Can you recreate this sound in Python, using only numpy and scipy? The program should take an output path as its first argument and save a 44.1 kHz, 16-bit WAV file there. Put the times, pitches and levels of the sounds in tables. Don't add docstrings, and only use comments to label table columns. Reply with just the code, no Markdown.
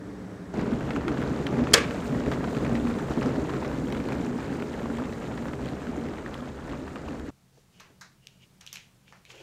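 import sys
import numpy as np
from scipy import signal
from scipy.fft import rfft, irfft, next_fast_len
from scipy.io import wavfile
from scipy.ndimage import uniform_filter1d, map_coordinates

SR = 44100
rng = np.random.default_rng(int(sys.argv[2]) if len(sys.argv) > 2 else 0)


def generate_wav(signal):
    frames = np.transpose(np.atleast_2d(signal))
    scaled = np.clip(frames, -1, 1) * 32767
    pcm = np.round(scaled).astype(np.int16)
    wavfile.write(sys.argv[1], SR, pcm)


N = 415422

CLOSE_S, QUIET_S = .533, 7.304
SPLASH_FOLLOWS = 0.73

# t/s, rumble level/dB (before swells, dips and sway)
VIGOUR = [(.55, -30.5), (1.6, -28.5), (2.6, -29.5), (3.6, -31), (4.6, -32.5), (5.6, -34.5), (6.5, -37),
          (7.3, -38.5)]
# t/s, level/dB, starting f/Hz, chirp level/dB, chirp starting f/Hz, spray level/dB
POPS = [(0.5517, -36, 517, -11, 1510, -34), (0.573, -33, 810.0, -13.0, 3590.0, -26.0),
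        (0.594, -25, 1440, -8, 2310, -27.0), (0.6086, -36, 1680.0, -12.0, 3000.0, -25.0),
        (0.6787, -31, 810.0, -12.0, 2420.0, -25.0), (0.719, -29.5, 610, -9, 1350, -39),
        (0.7315, -30, 1070.0, -16, 3820, -28.0), (0.8078, -28, 1340.0, -11.0, 2380.0, -31.0),
        (0.906, -23.5, 1910, -14, 2480.0, -30.0), (0.9623, -23, 1370, -5.0, 2470.0, -24),
        (1.0809, -20, 1800, -8, 3240.0, -22), (1.0927, -29, 810, -14.0, 2300.0, -28.0),
        (1.117, -26, 1090.0, -8.0, 2960.0, -28.0), (1.169, -41, 960, -6, 1460, -34),
        (1.1726, -25, 1440, -22, 2330.0, -33.0), (1.2105, -31, 810, -15.0, 2990.0, -29.0),
        (1.2257, -27, 1400.0, -14.0, 2690.0, -29.0), (1.3044, -33, 1330.0, -13.0, 2500.0, -26.0),
        (1.3185, -35, 600, -7, 1330, -34), (1.3338, -33, 950, -9, 1250, -34),
        (1.467, -21, 1800, 4.5, 2940, -26), (1.499, -29, 760, -11, 1100, -36),
        (1.533, -39, 830.0, -12.0, 2840.0, -27.0), (1.5691, -25, 573, -14, 1274, -34),
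        (1.5828, -37, 1570.0, -9.0, 2190, -29.0), (1.591, -24, 690, -16, 1760, -34),
        (1.639, -29, 1850.0, -8, 2370.0, -29.0), (1.671, -22.5, 1130.0, -12.0, 2580.0, -33.0),
        (1.723, -26, 1500, -18.0, 3110.0, -33.5), (1.9086, -23.5, 1610, -5, 2440.0, -29.0),
        (1.9441, -23.5, 520, -10, 1170, -34), (2.1474, -26.5, 604, -3, 1640, -34),
        (2.205, -27, 1350.0, -5, 2810.0, -27.0), (2.2613, -25.5, 1740, -10, 2300.0, -22.0),
        (2.316, -20.5, 1060, -2, 2700.0, -24.5), (2.3159, -27, 520, -2, 1290, -34),
        (2.3364, -28, 1730.0, -3, 3370.0, -23.0), (2.375, -31, 510, -16, 1490, -34),
        (2.408, -40, 794, -15, 1480, -34), (2.4352, -26.5, 580, -13, 1160, -34),
        (2.442, -29, 1250.0, 1, 2800, -22.0), (2.4756, -26, 533, -12, 1100, -34),
        (2.5477, -23.5, 885, -13.0, 2310.0, -29.0), (2.567, -26, 1450.0, -7.0, 2200.0, -22.0),
        (2.6483, -28.5, 2060, -10.0, 2200.0, -31), (2.6656, -29, 1820.0, -13, 2380.0, -26.0),
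        (2.7525, -24, 1700, -10.0, 2970.0, -25.0), (2.7989, -31, 1210.0, 1, 3270.0, -25.0),
        (2.8708, -28.0, 825, 1, 2200.0, -19), (2.8996, -28.5, 950, -14.0, 2490.0, -26.0),
        (2.9863, -25, 1550, -17, 3460.0, -28.0), (2.9995, -34, 1420.0, -15, 2200.0, -28.0),
        (3.0821, -34, 586, -18, 2400, -36), (3.114, -28, 930, -8, 2270, -34),
        (3.118, -31, 1330.0, -6, 2360.0, -30.0), (3.1748, -28, 900.0, -14.0, 2200.0, -26.0),
        (3.2116, -30, 1810.0, 3, 2500, -13.0), (3.218, -24, 770, -9, 1380, -34),
        (3.2267, -23, 1340, -14.0, 2200.0, -30.0), (3.2593, -25, 1130, -11.0, 2610.0, -24.0),
        (3.2823, -33, 1820.0, -17, 2690.0, -27.0), (3.294, -32, 650, -9, 1100, -34),
        (3.3034, -33, 1170, -14, 2370.0, -25.0), (3.3586, -30, 1490.0, -12.0, 3270.0, -25.0),
        (3.4488, -31, 750, -13, 1850, -34), (3.4705, -35, 1390.0, -7.0, 3250.0, -26.0),
        (3.494, -24.5, 925, -12.0, 2900.0, -25.0), (3.537, -29.5, 1280.0, -14.0, 2920.0, -27.0),
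        (3.5422, -31, 676, -12.5, 1240, -34), (3.5514, -31.0, 1110.0, -14, 2520.0, -27.5),
        (3.5642, -32.0, 1790.0, -13.0, 3190.0, -21.0), (3.625, -24, 780, -17, 3170, -32.0),
        (3.6473, -25.5, 1410.0, -14.0, 2200.0, -28.0), (3.7135, -30, 980.0, -13, 3850.0, -27.0),
        (3.7329, -33, 2090, -15, 2200.0, -21.0), (3.753, -38, 1270.0, -7.0, 2940.0, -20.0),
        (3.8715, -39, 1000, 8, 3000.0, -19.0), (3.9022, -33.0, 1470.0, -10.0, 2200.0, -24.0),
        (3.9238, -23.5, 1860, 0, 2900, -15), (3.948, -28.5, 1930, -9, 2360.0, -24.0),
        (3.9668, -28, 795, -10.0, 2200.0, -24.5), (4.001, -26.5, 1360, -2, 2180, -27),
        (4.04, -32, 804, -11.0, 2780.0, -27.5), (4.0531, -33, 2190.0, -10, 2200.0, -24.0),
        (4.087, -25, 920, -3, 3950.0, -13), (4.103, -31, 1050, -7.5, 3020.0, -28.0),
        (4.1216, -23.5, 826, 1, 2220.0, -15), (4.2653, -33, 1590.0, -8.0, 2440.0, -23.0),
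        (4.295, -39, 1110.0, -12.0, 3190.0, -25.0), (4.3856, -28.5, 645, -9, 1180, -34),
        (4.3876, -36, 1170.0, -16.0, 2700.0, -23.0), (4.404, -28, 1410.0, -9.0, 2270.0, -27.0),
        (4.426, -32, 1340.0, -9, 2770.0, -24.0), (4.449, -32.5, 1320.0, -16.0, 2480.0, -24.5),
        (4.5281, -36, 1310.0, -10.0, 2200.0, -26.0), (4.5547, -38, 2200.0, 2, 2300.0, -20.0),
        (4.6001, -30.0, 1730.0, -11, 2490.0, -25.0), (4.6232, -27.0, 870, 2, 2340, -14),
        (4.7851, -35, 610, -16, 1480, -34), (4.7902, -47, 1340.0, -13.0, 4290.0, -23.0),
        (4.8574, -28.5, 920, -11.0, 2240.0, -27.0), (4.9, -33, 1270, -18, 2270.0, -27.0),
        (4.9848, -28, 825, -15.0, 2980.0, -28.5), (5.0207, -28, 800.0, -17.0, 3910.0, -22.0),
        (5.0371, -35, 1500, -11, 2260.0, -22.0), (5.0534, -31, 1780, -12.0, 2410.0, -26.0),
        (5.1248, -30, 1520.0, -15.0, 2290.0, -28.0), (5.211, -36, 1340.0, -13.0, 2200.0, -27.0),
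        (5.222, -32, 1050, -18.0, 2410.0, -30.0), (5.2397, -37, 1030, -16, 2300.0, -23.0),
        (5.3117, -31, 656, -13, 1400, -34), (5.375, -29, 1500, -18, 2930.0, -25.0),
        (5.423, -35, 1860.0, -12.0, 2230.0, -24.0), (5.455, -28.5, 850.0, -10.0, 2360.0, -27.0),
        (5.482, -29, 950, -8, 1230, -34), (5.4852, -36, 1730.0, -10.5, 2720.0, -27.5),
        (5.5335, -28.5, 1080, -4, 2370.0, -24.0), (5.6649, -32, 520, -10, 1420, -34),
        (5.687, -33.5, 1730.0, 6, 3900, -16.0), (5.8175, -32.5, 1080, -4, 2510.0, -32.0),
        (5.869, -30, 1350.0, -13, 2210.0, -24.0), (5.9598, -33, 550, -13, 2410, -34),
        (5.9762, -44, 1980.0, -10.0, 3890.0, -19.0), (6.0253, -36, 1060, -9.0, 3910.0, -27.0),
        (6.064, -34, 1830, -9.0, 2280.0, -26.0), (6.086, -32.5, 1720.0, -6.5, 2200.0, -14.0),
        (6.1092, -43, 1140.0, -9.0, 2530.0, -23.0), (6.1332, -31, 517, -13, 1550, -34),
        (6.1563, -36, 1440.0, -9.0, 2780.0, -27.0), (6.1813, -29.5, 1260, -6, 2520, -23.0),
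        (6.2217, -39, 1640, -15.0, 2200.0, -25.0), (6.2617, -30.5, 800, 9, 1590, -24),
        (6.377, -40, 1500, 5, 5000, -14), (6.3423, -28, 1870, 3, 3050.0, -5),
        (6.393, -37, 1230.0, -13.0, 2200.0, -25.0), (6.4237, -34, 580, -14, 1250, -34),
        (6.431, -36.0, 800.0, -12.0, 2920.0, -25.0), (6.4456, -40, 1170.0, -6.0, 2200.0, -22.5),
        (6.475, -32, 613, -20, 1290, -34), (6.486, -41, 640, -17, 1610, -34),
        (6.573, -39, 1240, -14.0, 2480.0, -24.0), (6.6779, -31, 830.0, -14.0, 2210.0, -24.0),
        (6.693, -32, 1780.0, -10.0, 2470.0, -23.0), (6.713, -31, 1390.0, -11, 2200.0, -22.0),
        (6.7334, -28.5, 940.0, -13.0, 2490.0, -31.0), (6.878, -31, 1420, -2, 2350.0, -15),
        (6.958, -28, 1300, -1.5, 2500, -28), (6.9761, -40, 1450.0, -4.0, 2830.0, -20.0),
        (7.0814, -32, 950, -8, 1330, -34), (7.086, -34.5, 1290.0, 7, 2470, -10),
        (7.1293, -35, 1310, -20.0, 3800.0, -30.0), (7.1458, -35, 577, -18, 1300, -34),
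        (7.1524, -49, 1350, -15.0, 2550.0, -22.5), (7.1654, -41, 650, -16, 1710, -34),
        (7.277, -44, 806, -12.0, 2230.0, -23.0)]
# t/s, starting level/dB, time to fall 60 dB/s, tilt/dB per octave
SWITCH = [(1.7337, -26, 0.03, -1), (1.7347, -15, 0.064, 3), (1.7384, -5, .014, -.3), (1.7396, -3, 0.016, 2),
          (1.7416, -3, 0.0065, -4), (1.744, -10, 0.019, -1.5)]
SWITCH_OFF_S = SWITCH[0][0]


def amp(db):
    return 10 ** (np.asarray(db) / 20)


def unit(x):
    return x / np.sqrt(np.mean(x ** 2) + 1e-20)


def along(points, hz):
    f, v = np.transpose(points)
    return np.interp(np.log(hz + 1), np.log(f + 1), v)


def curves(rows):
    s, *cols = np.transpose(rows)
    return [np.interp(np.arange(N) / SR, s, c) for c in cols]


def wobble(rate):
    knots = rng.standard_normal(int(N * rate / SR) + 4)
    return map_coordinates(knots, [np.arange(N) * rate / SR])


def swell(s, rise_s, fall_s):
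    late = np.arange(N) / SR - s
    return np.exp(-(late / np.where(late < 0, rise_s, fall_s)) ** 2)


def filtered(x, response):
    m = next_fast_len(len(x) + 8192)
    return irfft(rfft(x, m) * response(np.fft.rfftfreq(m, 1 / SR)), m)[:len(x)]


def coloured(x, spectrum):
    inside = lambda hz: (hz > spectrum[0][0]) & (hz < spectrum[-1][0])
    return unit(filtered(x, lambda hz: amp(along(spectrum, hz)) * inside(hz)))


def flattened(x):
    spectrum = rfft(x)
    smooth_size = uniform_filter1d(np.abs(spectrum), size=2000)
    return unit(irfft(spectrum / (smooth_size + 1e-9), len(x)))


def resonance(hz, width_hz):
    return lambda f: (1j * f * width_hz / (hz * hz - f * f + 1j * f * width_hz)) ** 2


def bands(modes):
    return lambda f: sum(amp(db) * resonance(hz, width_hz)(f) for hz, width_hz, db in modes)


def bursts(count, life_s, spread_db):
    when, size = rng.random((count, 2)).T
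    powers = amp(-spread_db * np.log(0.034 + size)) ** 2
    starts = np.bincount((when * N).astype(int), powers, N)
    power = signal.lfilter([1], [1, -np.exp(-1 / (max(life_s, 1e-4) * SR))], starts)
    return unit(np.sqrt(power) * rng.standard_normal(N))


def add(track, s, sound):
    part = track[round(s * SR):][:len(sound)]
    part += sound[:len(part)]


def echo(sound):
    # f/Hz, time to fall 60 dB/s
    room = [(300, 0.35), (1000, 0.3), (3000, 0.36), (8000, 0.24), (15000, 0.14)]
    hz, t, z = signal.stft(rng.standard_normal(SR // 2), SR, nperseg=256)
    fade = amp(-60 * t / along(room, hz)[:, None])
    tail = signal.istft(z * fade, SR, nperseg=256)[1]
    delayed = np.pad(sound, (220, 0))
    return signal.fftconvolve(delayed, tail / np.linalg.norm(tail))


def distant_boil():
    # f/Hz, relative level/dB per Hz
    rush_colour = [(15, -64), (25, -46), (59, -6), (99, -9), (118, -2), (146, -19), (175, 3), (208, 1),
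                   (236, -10), (293, 2), (344, -14), (385, -8.5), (440, -5), (480, -16), (527, -12),
                   (714, -19.5), (1790, -24.5), (2690, -36), (6050, -41), (7710, -44), (16000, -58)]
    # f/Hz, width/Hz, relative level/dB
    whine_bands = [(3780, 140, -9), (5650, 170, -8), (6460, 230, -9), (7660, 45, -1), (7830, 60, -3)]
    whine = amp(-72) * unit(filtered(rng.standard_normal(N), bands(whine_bands)))
    level_db = -39 + .6 * wobble(10)
    return amp(level_db) * coloured(rng.standard_normal(N), rush_colour) + whine


def droplets(count, centre_hz, scatter, cycles, spread_db):
    when, size = rng.random((count, 2)).T[:, :, None]
    share = np.cumsum(amp(2.4 * wobble(45)))
    start = np.searchsorted(share, when * share[-1])
    hz = np.clip(centre_hz * np.exp(scatter * rng.standard_normal((count, 1))), 300, 15000)
    step = np.arange(300)
    turns = hz * step / SR
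    strength = amp(-spread_db * np.log(0.0046 + size)) * np.sqrt(hz)
    ring = strength * np.sin(2 * np.pi * turns) * np.exp(-turns / cycles)
    return unit(np.bincount((start + step).ravel(), ring.ravel(), N + 301)[:N])


def wake():
    wake_db, settle_s = -11, 0.016
    s, db = np.transpose(POPS)[:2]
    starts = np.bincount((s * SR).astype(int), amp(db + wake_db) ** 2, N)
    return np.sqrt(signal.lfilter([1], [1, -np.exp(-2 / (settle_s * SR))], starts))


def rumble(calm_db):
    # f/Hz, relative level/dB per Hz
    water_colour = [(13, -51), (22, -23.5), (64, -5.5), (98, -12), (129, -2), (196, -3.5), (237, -2),
                    (277, -2), (360, -6.5), (414, -7), (447, -8.5), (556, -13.5), (592, -12), (713, -20),
                    (900, -22.5), (1170, -40), (1980, -120)]
    # f/Hz, width/Hz, level over the rumble/dB
    shell_modes = [(76.5, 38, -5), (132.6, 8, 1), (234.3, 14, .6), (411, 20, 1), (469, 27, -5),
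                   (593, 36, -12.5)]
    deep_hz, body_hz = 99.4, 190
    deep_holds, body_fades = 0.51, 0.35
    knocks = bursts(count=4000, life_s=0.0046, spread_db=-0.2)
    water = coloured(knocks + 1.22 * rng.standard_normal(N), water_colour)
    thump = unit(water + filtered(water, bands(shell_modes)))
    deep = filtered(thump, lambda hz: hz < deep_hz)
    body = filtered(thump, lambda hz: (hz >= deep_hz) & (hz < body_hz))
    return thump + (amp(-deep_holds * calm_db) - 1) * deep + (amp(body_fades * calm_db) - 1) * body


def boil():
    # t/s, level change/dB
    rumble_changes = [(0.579, 7.5), (.74, 2), (.97, 3.5), (1.1, 2.5), (1.31, 3), (1.4, 2), (1.53, 5),
                      (1.62, 5.5), (1.79, 0), (1.96, 1), (2.14, 4), (2.278, 6), (2.419, 0), (2.57, 5),
                      (2.73, 4), (2.87, 0.5), (3.11, 5.5), (3.18, 5), (3.27, 2), (3.39, 2.5), (3.54, 0),
                      (3.84, -4), (4.0, 4), (4.28, -2), (4.37, -3), (4.49, 1), (4.9, 3.5), (5.0, 5),
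                      (5.89, -1), (6.06, 3.5)]
    # f/Hz, relative level/dB per Hz
    splash_colour = [(290, -30.5), (500, -1), (597, -7), (712, -6.5), (1130, -9), (1320, -9), (1740, -12.5),
                     (4970, -31), (7000, -39), (9100, -62.5), (15400, -120)]
    # f/Hz, relative level/dB per Hz
    steam_colour = [(2060, -27.5), (3500, -8), (3900, -3.5), (5000, -8), (7180, -3), (7560, -4), (8210, -9),
                    (8910, -8.5), (9810, -17), (10700, -16), (12500, -17.5), (13500, -21.5), (14300, -16.5),
                    (15100, -21), (16000, -42.5)]
    # f/Hz, width/Hz, level over the hiss/dB (at full boil)
    spout_bands = [(7670, 180, -5), (8650, 200, -3.5), (10600, 170, 0.5), (13300, 220, 2), (13900, 220, 1),
                   (14690, 250, 1)]
    splash_lag_s, splash_share = 0.038, 0.31
    steam_follows, sing_follows = 0.65, .9

    vigour_db, = curves(VIGOUR)
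    calm_db = vigour_db - VIGOUR[0][1]
    change_db = sum(db * swell(s, rise_s=0.0045, fall_s=0.017) for s, db in rumble_changes)
    breaking_db = splash_share * np.roll(change_db, round(splash_lag_s * SR))
    heave = wobble(15)
    rumble_db = vigour_db + change_db + 0.21 * heave + 1.3 * wobble(7)

    fizz = flattened(droplets(count=9000, centre_hz=2053, scatter=.9, cycles=1.9, spread_db=2.5))
    splash = coloured(fizz + rng.standard_normal(N), splash_colour)
    splash_db = -41.5 + SPLASH_FOLLOWS * calm_db + breaking_db + .4 * heave + .7 * wobble(9)
    splash_gain = np.hypot(amp(splash_db), wake())

    steam = coloured(0.33 * fizz + rng.standard_normal(N), steam_colour)
    heater_off = np.arange(N) / SR > SWITCH_OFF_S
    sing_gain = heater_off * amp(sing_follows * calm_db + 5 * wobble(24))
    steam = steam + sing_gain * filtered(steam, bands(spout_bands))
    gush_db = heater_off * (2.5 + 2 * swell(SWITCH_OFF_S, rise_s=0.14, fall_s=0.14))
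    steam_db = -60.5 + steam_follows * calm_db + gush_db + 0.43 * heave + .9 * wobble(30)
    return amp(rumble_db) * rumble(calm_db) + splash_gain * splash + amp(steam_db) * steam


def chance_pops(count):
    when, size, pitch, upper, wet = rng.random((count, 5)).T
    s = CLOSE_S + when * (QUIET_S - CLOSE_S)
    calm_db = np.interp(s, *np.transpose(VIGOUR)) - VIGOUR[0][1]
    db = -35 + SPLASH_FOLLOWS * calm_db - 3.5 * np.log(0.12 + size)
    hz = 1340 * 1.5 ** (2 * pitch - 1)
    chirp_db = -8 + 12 * (wet - .5)
    chirp_hz = 3000 * 0.9 ** (2 * upper - 1)
    spray_db = -17 + 16 * (wet - .5)
    return list(zip(s, db, hz, chirp_db, chirp_hz, spray_db))


def pops():
    bubble_cycles, chirp_cycles = 2.1, 2.4
    tear_s, spray_s = 0.02, 0.008
    track, t = np.zeros(N), np.arange(SR // 30) / SR
    for s, db, hz, chirp_db, chirp_hz, spray_db in list(POPS) + chance_pops(count=45):
        bubble = np.sin(2 * np.pi * hz * t * (1 + 40 * t)) * np.exp(-t * hz / bubble_cycles)
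        chirp = np.sin(2 * np.pi * chirp_hz * t * (1 + 30 * t)) * np.exp(-t * chirp_hz / chirp_cycles)
        tear = filtered(rng.standard_normal(len(t)) * amp(-60 * t / tear_s), resonance(1.17 * hz, 1.1 * hz))
        spray = filtered(rng.standard_normal(len(t)) * amp(-60 * t / spray_s), resonance(5200, 7000))
        burst = bubble + amp(chirp_db) * chirp
        burst += .5 * tear / np.abs(tear).max()
        burst += amp(spray_db) * spray / np.abs(spray).max()
        soft_start = 1 - np.exp(-t / 0.00037)
        add(track, s, amp(db) * soft_start * burst)
    return track


def collapses():
    # t/s, level before the soft start/dB, f/Hz, ring length/cycles
    shut_bubbles = [(0.586, -34, 243, 5.7), (0.631, -22.5, 254, 3), (0.677, -15, 227, 2.7),
                    (0.723, -13, 238, 2.5), (0.891, -21, 272, 2.1), (0.949, -22.5, 274, 7.3),
                    (1.072, -21, 329, 5.9), (1.106, -14, 290, 2.2), (1.184, -20, 243, 3.1),
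                    (1.302, -16, 260, 4.3), (1.398, -10.5, 279, 1.15), (1.523, -15.5, 260, 2.4),
                    (1.572, -19.5, 246.6, 9.9), (1.621, -18, 247, 2.3), (1.955, -23, 272, 6.4),
                    (2.026, -25, 263, 1.5), (2.123, -17.5, 255, 4.6), (2.157, -26, 249, 6.6),
                    (2.236, -28, 346, 2), (2.269, -30, 247, 5.7), (2.404, -15, 240, 1.9),
                    (2.442, -27, 256, 1.9), (2.567, -22, 273, 3.6), (2.844, -17.5, 240, 5),
                    (2.881, -34, 235, 5.4), (3.105, -11, 264, 1.5), (3.172, -12.5, 258, 3),
                    (3.252, -17, 255, 3.4), (3.291, -22, 258, 5.2), (3.377, -14, 271, 2.4),
                    (3.425, -25.5, 310, 7.5), (3.557, -30, 318, 7.7), (3.635, -25, 222, 4.9),
                    (3.775, -22, 267, 2.6), (3.834, -17.5, 265, 3.7), (3.994, -14, 247, 2.1),
                    (4.052, -23, 330, 2.2), (4.083, -26, 287, 2.1), (4.198, -19, 285, 2.5),
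                    (4.234, -20.5, 244, 3.5), (4.277, -18.5, 244, 5.4), (4.355, -24, 242, 5.6),
                    (4.501, -22.5, 273, 6.6), (4.621, -25, 282, 5.8), (4.836, -27, 238, 3.2),
                    (4.887, -21, 275, 5.3), (5.011, -24, 254, 4.1), (5.049, -23, 233, 4),
                    (5.404, -25, 255, 4.2), (5.465, -24, 172, 1), (5.487, -24, 253, 1.9),
                    (5.626, -28, 285, 1.9), (5.797, -38, 256, 1.6), (5.89, -23, 257, 3.9),
                    (5.977, -20, 285, 2.1), (6.049, -31, 279, 5.6), (6.237, -40, 269, 1.6),
                    (6.297, -24, 265, 1.7), (6.418, -29, 251, 6.3), (6.484, -25, 215, 1.8),
                    (6.716, -20.5, 274, 1.7), (6.783, -31, 267, 5.8), (6.822, -27, 324, 2.4),
                    (6.951, -26, 304, 2.7), (6.996, -37, 172, 1.1), (7.086, -27, 285, 4.3),
                    (7.123, -33, 247, 2.4), (7.212, -29, 312, 4.8), (7.237, -35, 273, 5.7),
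                    (7.282, -22, 274, 2.1)]
    track, t = np.zeros(N), np.arange(SR // 10) / SR
    for s, db, hz, cycles in shut_bubbles:
        ring = np.sin(2 * np.pi * hz * t) * np.exp(-t * hz / cycles)
        soft_start = 1 - np.exp(-t / 0.0029)
        add(track, s, amp(db) * ring * soft_start)
    return track


def switch():
    # f/Hz, relative level/dB per Hz
    lever_colour = [(150, -33), (250, -9.5), (414, 7), (698, -15.5), (1610, 2), (2760, -5.5), (3340, 8),
                    (3840, -11), (4340, 2.5), (5830, -6), (6700, -2.5), (11700, -21.5), (16000, -32.5)]
    # f/Hz, relative level/dB per Hz
    slam_colour = [(200, -28), (340, -10), (468, 9), (750, -9), (1170, 2.5), (1400, -2), (1660, 4.5),
                   (1950, -5.5), (2240, 0.5), (2800, -8), (3400, -8.5), (4740, -12), (8000, -17.5),
                   (16000, -34.5)]
    # f/Hz, starting level/dB, time to fall 60 dB/s
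    housing_modes = [(467, -21.5, .2), (1160, -28, .2), (1587, -26, .25), (2026, -29, .18),
                     (2213, -30, 0.17), (2589, -28.5, .25), (4727, -33, .15), (5150, -29.5, 0.15),
                     (6616, -35, .2), (7558, -33, .15)]
    slam_s = SWITCH[2][0]
    track, t = np.zeros(N), np.arange(SR // 20) / SR
    for s, db, t60, tilt_db in SWITCH:
        colour = [(hz, level + tilt_db * np.log2(hz / 3000)) for hz, level in lever_colour]
        add(track, s, coloured(rng.standard_normal(len(t)), colour) * amp(db - 60 * t / t60))

    ringing = filtered(echo(np.ones(1)), lambda hz: amp(along(slam_colour, hz)))
    clumps_db = 1.5 * wobble(70)[:len(ringing)]
    add(track, slam_s, amp(19.0 + clumps_db) * ringing)

    t = np.arange(SR // 4) / SR
    for hz, db, t60 in housing_modes:
        tone = np.sin(2 * np.pi * (hz * t + rng.random()))
        add(track, slam_s, amp(db - 60 * t / t60) * tone)
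    return track


def kitchen_hum():
    # f/Hz, relative level/dB per Hz
    hum_colour = [(13, -40), (22, -11), (59, -15), (90, -7.5), (106, -11.5), (128, -1), (156, -10),
                  (184, -3), (205, -10), (278, -18), (398, -21), (1810, -29), (8030, -33.5), (10900, -36.5),
                  (16000, -41)]
    # f/Hz, width/Hz, level over the hum/dB
    drone_bands = [(132.8, 12, -3), (188, 17, -9)]
    hum = amp(-61 + 0.8 * wobble(5.4)) * coloured(rng.standard_normal(N), hum_colour)
    return hum + filtered(hum, bands(drone_bands))


def rustles():
    # each lists f/Hz, relative level/dB per Hz
    scrape_colour = [(1500, -38.5), (2000, -16), (2450, -10), (2800, -9), (3150, -11), (3600, -17),
                     (4500, -33.5)]
    squeak_colour = [(2000, -30), (2600, -15), (2860, 0), (3120, -13), (3800, -30)]
    swish_colour = [(3000, -7), (4500, 0), (7000, -1), (9000, -16), (15000, -23)]
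    drag_colour = [(180, -28), (280, -10), (400, 3.5), (520, 0.5), (650, -9), (900, -5), (1200, -20),
                   (1480, -10), (1750, -11), (2100, -18)]
    # scrape, squeak, swish and drag level/dB
    floor_db = [-94, -95, -83.5, -92]
    # peak t/s, half length/s, then scrape, squeak, swish and drag level/dB
    strokes = [(7.578, 0.054, -82.5, -90, -74, -71), (7.758, 0.03, -76, -70, -73.5, -75),
               (7.815, 0.042, -67, -78, -72, -69), (7.92, 0.059, -87, -90, -82.5, -66),
               (8.243, 0.02, -76, -66.5, -76, -85), (8.306, 0.032, -76, -78, -76, -82),
               (8.353, 0.041, -85, -76, -84, -87), (8.411, .015, -80, -71, -80, -85),
               (8.435, 0.022, -61, -71, -70.5, -80), (8.788, 0.063, -71, -80, -66, -73),
               (9.09, 0.032, -67, -76, -73, -73.5), (9.157, .05, -77, -90, -74, -72.5),
               (9.31, 0.018, -62, -75, -56, -58), (9.351, 0.016, -60, -75, -64, -55),
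               (9.388, 0.029, -56.5, -70, -65.5, -57.5), (9.417, 0.015, -58, -70, -66, -55)]
    colours = (scrape_colour, squeak_colour, swish_colour, drag_colour)
    rubbing = np.array([coloured(bursts(count=9000, life_s=0.004, spread_db=2.5), c) for c in colours])
    pressure = amp(floor_db)[:, None]
    for s, half_s, *parts_db in strokes:
        pressure = pressure + amp(parts_db)[:, None] * swell(s, half_s, half_s)
    return (pressure * rubbing).sum(axis=0)


def thuds():
    # t/s, peak level/dB, middle f/Hz, time to fall 60 dB/s (before the resonance)
    bumps = [(7.573, -53, 477, 0.075), (7.9, -52, 298, .08)]
    track, t = np.zeros(N), np.arange(SR // 8) / SR
    for s, db, hz, t60 in bumps:
        puff = filtered(rng.standard_normal(len(t)) * amp(-60 * t / t60), resonance(hz, 0.88 * hz))
        add(track, s, amp(db) * puff / np.abs(puff).max())
    return track


def ticks():
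    # t/s, clack f/Hz, then knock, clack, click, snap and sparkle level/dB,
    # time for the chatter to fall 60 dB/s, room level/dB
    contacts = [(7.799, 2700, -38, -24, -27, -32, -50, 0.016, 7),
                (7.803, 2400, -27, -32, -33, -27, -45, 0.014, 7),
                (7.8065, 2400, -21, -28, -33, -36, -37, 0.013, 2),
                (7.815, 2600, -23.5, -37, -42, -47, -55, .025, 5),
                (7.852, 2600, -32, -46, -46, -48.5, -60, 0.024, 10),
                (8.011, 1810, -24.5, -22, -26, -24.5, -39.5, 0.054, 13),
                (8.2707, 2760, -51, -15, -21, -18, -42, 0.0077, -6.5),
                (8.285, 3000, -55, -29, -36, -40, -60, 0.006, -3),
                (8.609, 2830, -27.5, -30, -34, -31, -45, 0.03, 10),
                (8.6112, 2900, -37, -25, -32, -25, -46, 0.02, 4),
                (8.665, 3000, -41, -18, -23, -20, -32, 0.011, 5),
                (8.675, 3100, -40, -9, -22, -25, -50, 0.007, -4),
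                (8.721, 3100, -49.5, -19, -34, -48, -58, 0.0066, 8),
                (8.729, 2860, -22.5, -17, -24, -14, -17, 0.014, 7),
                (8.7395, 2780, -50, -40, -36, -24, -28, 0.008, 0),
                (8.756, 2500, -50, -19, -26, -21, -38, 0.008, 3),
                (8.7583, 2380, -45, -10.5, -18, -17, -38, 0.009, -0.5),
                (8.7706, 2400, -40, -10, -20, -28, -54, 0.01, -4),
                (9.08, 2300, -46, -24, -40, -57.5, -65, 0.013, 1),
                (9.125, 2610, -15.5, -41, -39, -36, -56, 0.0094, 3),
                (9.252, 2600, -46, -19, -26, -30, -52, 0.0087, 3),
                (9.298, 2300, -24, -31, -38, -40, -58, 0.013, 6),
                (9.301, 2700, -28, -20, -31, -33, -52, 0.012, 2),
                (9.304, 2700, -30, -17.5, -30, -35, -52, 0.012, 2),
                (9.3065, 2800, -32, -23, -33, -34, -55, 0.012, 2)]
    # f/Hz, width/Hz
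    places_around = [(1150, 1600), (4000, 1100), (6000, 2800), (12000, 2900)]
    shade_hz = 8100
    track, t = np.zeros(N), np.arange(SR // 15) / SR
    for s, clack_hz, knock_db, clack_db, *upper_db, t60, room_db in contacts:
        chatter = .2 * rng.standard_normal(len(t)) * amp(-60 * t / t60)
        blow = (t == 0) * 1.
        places = [places_around[0], (clack_hz, 1400), *places_around[1:]]
        levels_db = [knock_db, clack_db, *upper_db]
        colour = lambda f: sum((-1) ** k * amp(db) * resonance(*place)(f)
                               for k, (place, db) in enumerate(zip(places, levels_db)))
        add(track, s, filtered(blow + chatter, colour))
        shaded = filtered(blow, lambda hz: colour(hz) / (1 + 1j * hz / shade_hz) ** 2)
        add(track, s, amp(room_db) * echo(shaded))
    return track


def scene():
    t = np.arange(N) / SR
    close = np.clip((t - CLOSE_S) / 0.0065, 0, 1)
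    quiet = np.clip((t - QUIET_S) / 0.0017, 0, 1)
    close_kettle = boil() + pops() + collapses() + switch()
    kettle = (1 - close) * distant_boil() + close * close_kettle
    quiet_kitchen = kitchen_hum() + thuds() + rustles() + ticks()
    return ((1 - quiet) * kettle + quiet * quiet_kitchen)[None]


def record(dry):
    rounded = dry[0] / (1 + np.abs(dry[0]) ** 8) ** (1 / 8)
    return filtered(rounded, lambda hz: np.clip((16200 - hz) / 500, 0, 1) ** 4)[None]


dry = scene()
out = record(dry)
generate_wav(out)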